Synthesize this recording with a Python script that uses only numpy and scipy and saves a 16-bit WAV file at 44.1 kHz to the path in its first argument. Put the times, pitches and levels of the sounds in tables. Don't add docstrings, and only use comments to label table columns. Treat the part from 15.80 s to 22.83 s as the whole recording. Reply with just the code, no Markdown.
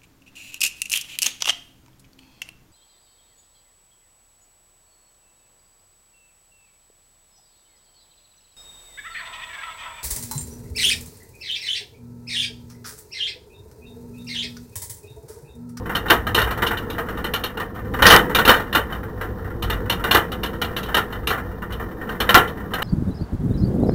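import sys
import numpy as np
from scipy import signal
from scipy.fft import rfft, irfft
from scipy.io import wavfile

SR = 44100
rng = np.random.default_rng(int(sys.argv[2]) if len(sys.argv) > 2 else 0)


def put_to_file(sound):
    columns = np.atleast_2d(sound).T
    safe = np.clip(columns, -1, 1)
    whole_steps = np.round(safe * 32767)
    wavfile.write(sys.argv[1], SR, whole_steps.astype(np.int16))


N = 310023
TIME = np.arange(N) / SR

# start in seconds, knock level in dB, clack level in dB (both relative).
HITS = [(0.0946, -25.5, -55), (0.1501, -22, -20.5), (0.2587, -28.5, -60), (0.2822, -48, -31),
        (0.3, -14, -15.5), (0.305, -12.5, -19), (0.468, -23.5, -31.5), (0.5455, -21.5, -16),
        (0.5764, -16, -27), (0.5863, -37, -23), (0.616, -24.5, -24), (0.6711, -25, -48), (0.7077, -26, -31),
        (0.775, -28, -42), (0.8208, -17, -26.5), (0.8648, -27, -21), (0.9091, -20.5, -40),
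        (0.971, -33, -30), (1.1, -35, -32), (1.1824, -24.5, -37), (1.286, -29.5, -41), (1.3727, -30, -42.5),
        (1.4418, -24.5, -29), (1.5362, -25.5, -21.5), (1.637, -30.5, -24), (1.7716, -29, -36.5),
        (1.7989, -25.5, -35.5), (1.9505, -37.5, -52), (2.138, -26.5, -38), (2.1893, -24, -56),
        (2.2214, -11.5, -14), (2.2538, -6, -16), (2.281, -16, -26), (2.303, -9, -10.5), (2.3259, -8.5, -12),
        (2.3378, -6.5, -20), (2.3617, -17, -17.5), (2.4955, -24.5, -47), (2.548, -17.5, -13.5),
        (2.5857, -14.5, -20.5), (2.6503, -17.5, -18), (2.6762, -9.5, -14), (2.692, -9, -12),
        (2.738, -18, -25.5), (2.7976, -29.5, -37.5), (2.927, -26, -25), (2.9492, -13.5, -19),
        (3.1235, -32.5, -37.5), (3.4112, -27.5, -40), (3.8227, -31.5, -27.5), (3.899, -23.5, -24),
        (4.0969, -22.5, -18.5), (4.2393, -20, -27.5), (4.3099, -16.5, -13.5), (4.346, -9.5, -15),
        (4.5174, -31, -31.5), (4.6328, -28, -24.5), (4.731, -34.5, -44), (4.8154, -24.5, -23),
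        (4.9643, -27.5, -23.5), (5.0297, -37.5, -32.5), (5.0862, -31, -44), (5.144, -19, -18.5),
        (5.1664, -17.5, -21), (5.3238, -33, -38), (5.471, -27, -19.5), (5.5035, -19, -28),
        (5.5761, -28.5, -49), (5.8192, -33, -54), (5.922, -41, -35), (5.997, -32.5, -56),
        (6.2903, -28.5, -39), (6.402, -21, -20), (6.4906, -13.5, -16), (6.5466, -5, -11), (6.675, -41, -35),
        (6.9358, -24.5, -27), (6.9836, -26, -51), (7.0205, -22, -25)]
# time in seconds, rumble level in dB, frame drone level in dB (both relative).
ROAD = [(0.0, -32.5, -31.5), (0.84, -34, -33), (1.15, -36, -31), (1.43, -36, -31.5), (1.61, -39, -35.5),
        (1.86, -36.5, -39), (2.25, -27, -25.5), (2.45, -38, -26.5), (2.9, -36.5, -34), (3.93, -29.5, -33.5),
        (4.27, -36, -30.5), (5.85, -35, -35.5), (6.58, -33.5, -30.5), (7.03, -41, -34)]


def from_db(db):
    return 10 ** (np.asarray(db) / 20)


def rms_one(x):
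    return x / np.sqrt(np.mean(x ** 2) + 1e-20)


def at_hz(points, hz):
    known_hz, values = np.transpose(points)
    return np.interp(np.log(hz + 1), np.log(known_hz), values)


def drift(knots_per_s):
    knots = rng.standard_normal(N // 100)
    return rms_one(np.interp(TIME * knots_per_s, np.arange(len(knots)), knots))


def body_lift(hz):
    # centre in Hz, width in Hz, lift in dB (before peaks overlap and dips are limited).
    body = [(211, 38, 0.5), (340, 22, 6.5), (446, 48, 7.5), (497, 12, 6.5), (765, 37, 4), (940, 9.2, 8),
            (1065, 63, 8), (1194, 11, 5), (1187, 55, 6.5), (1274, 20, 8), (1368, 27, 9), (1500, 57, 1.5),
            (1762, 60, 5.5), (1825, 30, 7.5), (1990, 10, -7), (2382, 95, 9.5), (2828, 50, 13),
            (2845, 48, 5), (3032, 62, 14.5), (3620, 14, -10.5), (3760, 120, 6), (3668, 70, 9),
            (4240, 56, 6.5), (5560, 290, 6), (9020, 93, 4.5), (12300, 160, 4.5), (12500, 120, 11.5),
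            (13100, 48, 11), (14620, 340, 14)]
    added_power = 0
    for centre, width, db in body:
        added_power = added_power + (from_db(db) ** 2 - 1) / (1 + (2 * (hz - centre) / width) ** 2)
    return np.sqrt(1 + added_power.clip(-.5))


def coloured_noise(colour, through_body=False):
    hz = np.arange(N // 2 + 1) * SR / N
    gain = from_db(at_hz(colour, hz))
    if through_body:
        gain = gain * body_lift(hz)
    return rms_one(irfft(rfft(rng.standard_normal(N)) * gain, N))


def shaking(jolt_db, follows, settle_s):
    s, knock_db, _ = np.transpose(HITS)
    jolts = np.zeros(N)
    jolts[(s * SR).astype(int).clip(0, N - 1)] = from_db(jolt_db + follows * knock_db) ** 2
    decay = np.exp(-1 / (settle_s * SR))
    energy = signal.lfilter([1], [1, -decay], jolts + 1e-18)
    return np.sqrt(energy)


def road_noise():
    # frequency in Hz, relative density in dB per Hz.
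    rumble_colour = [(20, -12.5), (33, -17.5), (40, -1.5), (60, 5), (80, -7), (97, 3), (120, -6),
                     (160, -21.5), (400, -73.5)]
    # frequency in Hz, relative dB per Hz.
    drone_colour = [(80, -3.5), (140, -0.5), (200, 3.5), (290, -2.5), (400, -8.5), (500, -3), (600, -19.5),
                    (900, -16), (2000, -47.5)]
    s, rumble_points, drone_points = np.transpose(ROAD)
    rumble_db = np.interp(TIME, s, rumble_points) + 1 + 1.2 * drift(7)
    drone_db = np.interp(TIME, s, drone_points) + 0.17 + 0.32 * drift(9)
    rumble_gain = np.hypot(from_db(rumble_db), shaking(jolt_db=-16, follows=0.8, settle_s=0.023))
    drone_gain = np.hypot(from_db(drone_db), shaking(jolt_db=-26, follows=0.62, settle_s=0.039))
    rumble = rumble_gain * coloured_noise(rumble_colour)
    drone = drone_gain * coloured_noise(drone_colour, through_body=True)
    return rumble + drone


def faint_hiss():
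    # frequency in Hz, relative density in dB per Hz.
    hiss_colour = [(1000, 14), (4000, 3.5), (6000, 1), (8500, -70.5), (10500, 3.5), (12000, -5),
                   (14300, -1), (16000, -4)]
    return from_db(-64.0 + 1.2 * drift(15)) * coloured_noise(hiss_colour)


def body_ring(colour, early_db, early_s, rise_s, size=16384, count=14):
    # frequency in Hz, time to fall by 60 dB in seconds.
    ring = [(100, 0.11), (500, 0.34), (1300, 0.19), (1900, 0.29), (2900, 0.21), (3900, 0.12), (8000, 0.25),
            (14000, 0.19)]
    hz = np.arange(size // 2 + 1) * SR / size
    t = TIME[:size]
    random_phase = np.exp(2j * np.pi * rng.random(len(hz)))
    modes = from_db(at_hz(colour, hz)) * body_lift(hz) * random_phase
    centres = np.geomspace(100, 14000, count)
    out = 0
    for centre, share in zip(centres, np.eye(count)):
        band = irfft(modes * np.interp(hz, centres, share))
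        out = out + band * 1000 ** (-t / at_hz(ring, centre))
    early_boost = 1 + from_db(early_db) * np.exp(-t / early_s)
    swell = 1 - np.exp(-t / rise_s)
    out = out * early_boost * swell
    return out / np.sqrt(np.mean(out[:SR // 50] ** 2))


def struck(trains, colour, early_db, early_s, rise_s):
    out = 0
    for train in trains:
        out = out + signal.oaconvolve(train, body_ring(colour, early_db, early_s, rise_s))[:N]
    return out


def fine_rattle(touches_per_s, spread_db, flutter_db, spots=6):
    # frequency in Hz, relative dB per Hz.
    rattle_colour = [(300, -0.5), (700, 5), (1000, -1), (1400, 1), (1900, -1), (2200, -19.5), (2650, -34),
                     (3000, -23.5), (4500, -25), (8000, -32.5), (14000, -24)]
    touched = rng.random(N) < touches_per_s / SR
    sizes = from_db(spread_db * rng.standard_normal(N).clip(-2, 2))
    touches = touched * rng.choice([-1, 1], N) * sizes
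    spot = rng.integers(0, spots, N)
    trains = [touches * (spot == k) for k in range(spots)]
    rings = struck(trains, rattle_colour, early_db=0, early_s=0.0089, rise_s=0.00033)
    trembling = np.hypot(from_db(-42.5), shaking(jolt_db=-24.5, follows=0.38, settle_s=0.041))
    return trembling * rms_one(rings) * from_db(flutter_db * drift(25))


def nudges(count=120):
    nudges_per_s = 9
    knock_db, clack_db, spread_db = -37, -58, 2.5
    road_s, _, drone_db = np.transpose(ROAD)
    s = (np.arange(count) + rng.random(count)) / nudges_per_s
    road_db = np.interp(s, road_s, drone_db - drone_db.mean())
    db = road_db + spread_db * rng.standard_normal(count).clip(-2, 2)
    touches = np.c_[s, knock_db + db, clack_db + db]
    return touches[s < N / SR]


def blows():
    fall_back_s, fall_back_db = .02, -8.5
    hits = np.array(HITS)
    waits = .5 + rng.random((len(hits), 1))
    fall_backs = hits + [0, fall_back_db, fall_back_db] + waits * [fall_back_s, 0, 0]
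    return np.vstack([hits, fall_backs, nudges()])


def contacts(times, levels_db, bounce_s, bounce_db, count=4, size=400, spots=14):
    out = np.zeros((spots, N + SR))
    chance = rng.random((size, 2, count))
    for k, (s, db, (gaps, signs)) in enumerate(zip(times, levels_db, chance)):
        delays = np.r_[0, np.cumsum(.5 + gaps[1:])] * bounce_s
        sizes = from_db(bounce_db * np.arange(count)) * np.sign(signs - .5)
        sizes = sizes / np.sqrt(np.sum(sizes ** 2))
        out[k % spots, ((s + delays) * SR).astype(int)] += from_db(db) * sizes
    return out[:, :N]


def camera():
    # frequency in Hz, relative dB per Hz.
    knock_colour = [(60, -27), (200, -5.5), (450, -6), (620, -6), (900, -2), (1100, -5), (1350, 0.5),
                    (1520, 3), (1680, -3), (1980, 0.5), (2200, -19), (3000, -22), (4500, -33.5),
                    (14000, -27)]
    # frequency in Hz, relative dB per Hz.
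    clack_colour = [(200, -3), (1200, -6.5), (2000, -10), (2650, -8), (2900, 0), (3350, -1), (4250, -3.5),
                    (4700, -13.5), (6300, -15.5), (7600, -19.5), (10000, -15), (14000, -13), (16000, -36)]
    s, knock_db, clack_db = blows().T
    knock_clicks = contacts(s, knock_db, bounce_s=.0026, bounce_db=-3.5)
    clack_clicks = contacts(s, clack_db, bounce_s=.0014, bounce_db=-5.5)
    knocks = struck(knock_clicks, knock_colour, early_db=3.0, early_s=0.068, rise_s=0.00037)
    clacks = struck(clack_clicks, clack_colour, early_db=10, early_s=0.014, rise_s=0.0021)
    return from_db(-0.1) * knocks + from_db(-1.34) * clacks


def microphone_crackle():
    # start in seconds, length in seconds, level in dB before the sputter.
    bursts = [(0.307, 0.0012, -13), (2.266, .063, -11.5), (2.3395, .002, -15.5), (2.3633, 0.0022, -7),
              (2.695, .0015, -16), (4.3436, 0.0013, -14), (6.544, 0.0015, -11)]
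    # frequency in Hz, relative density in dB per Hz.
    crackle_colour = [(150, -5), (1000, 0), (3500, 5), (6400, -1.5), (7400, -20), (8800, -11), (10500, -4),
                      (15500, -14.5)]
    gate = np.zeros(N)
    for s, length, db in bursts:
        gate += from_db(db) * ((TIME >= s) & (TIME < s + length))
    sputter = from_db(4.5 * drift(250))
    return gate * sputter * coloured_noise(crackle_colour)


def scene():
    rattle = fine_rattle(touches_per_s=160, spread_db=4.0, flutter_db=0.45)
    return (road_noise() + rattle + faint_hiss() + camera() + microphone_crackle())[None]


def record(dry):
    cutoff_hz = 15700
    clipped = np.clip(dry, -1, 1)
    low_pass = signal.ellip(10, .1, 70, cutoff_hz, fs=SR, output="sos")
    return signal.sosfilt(low_pass, clipped)


dry = scene()
out = record(dry)
put_to_file(out)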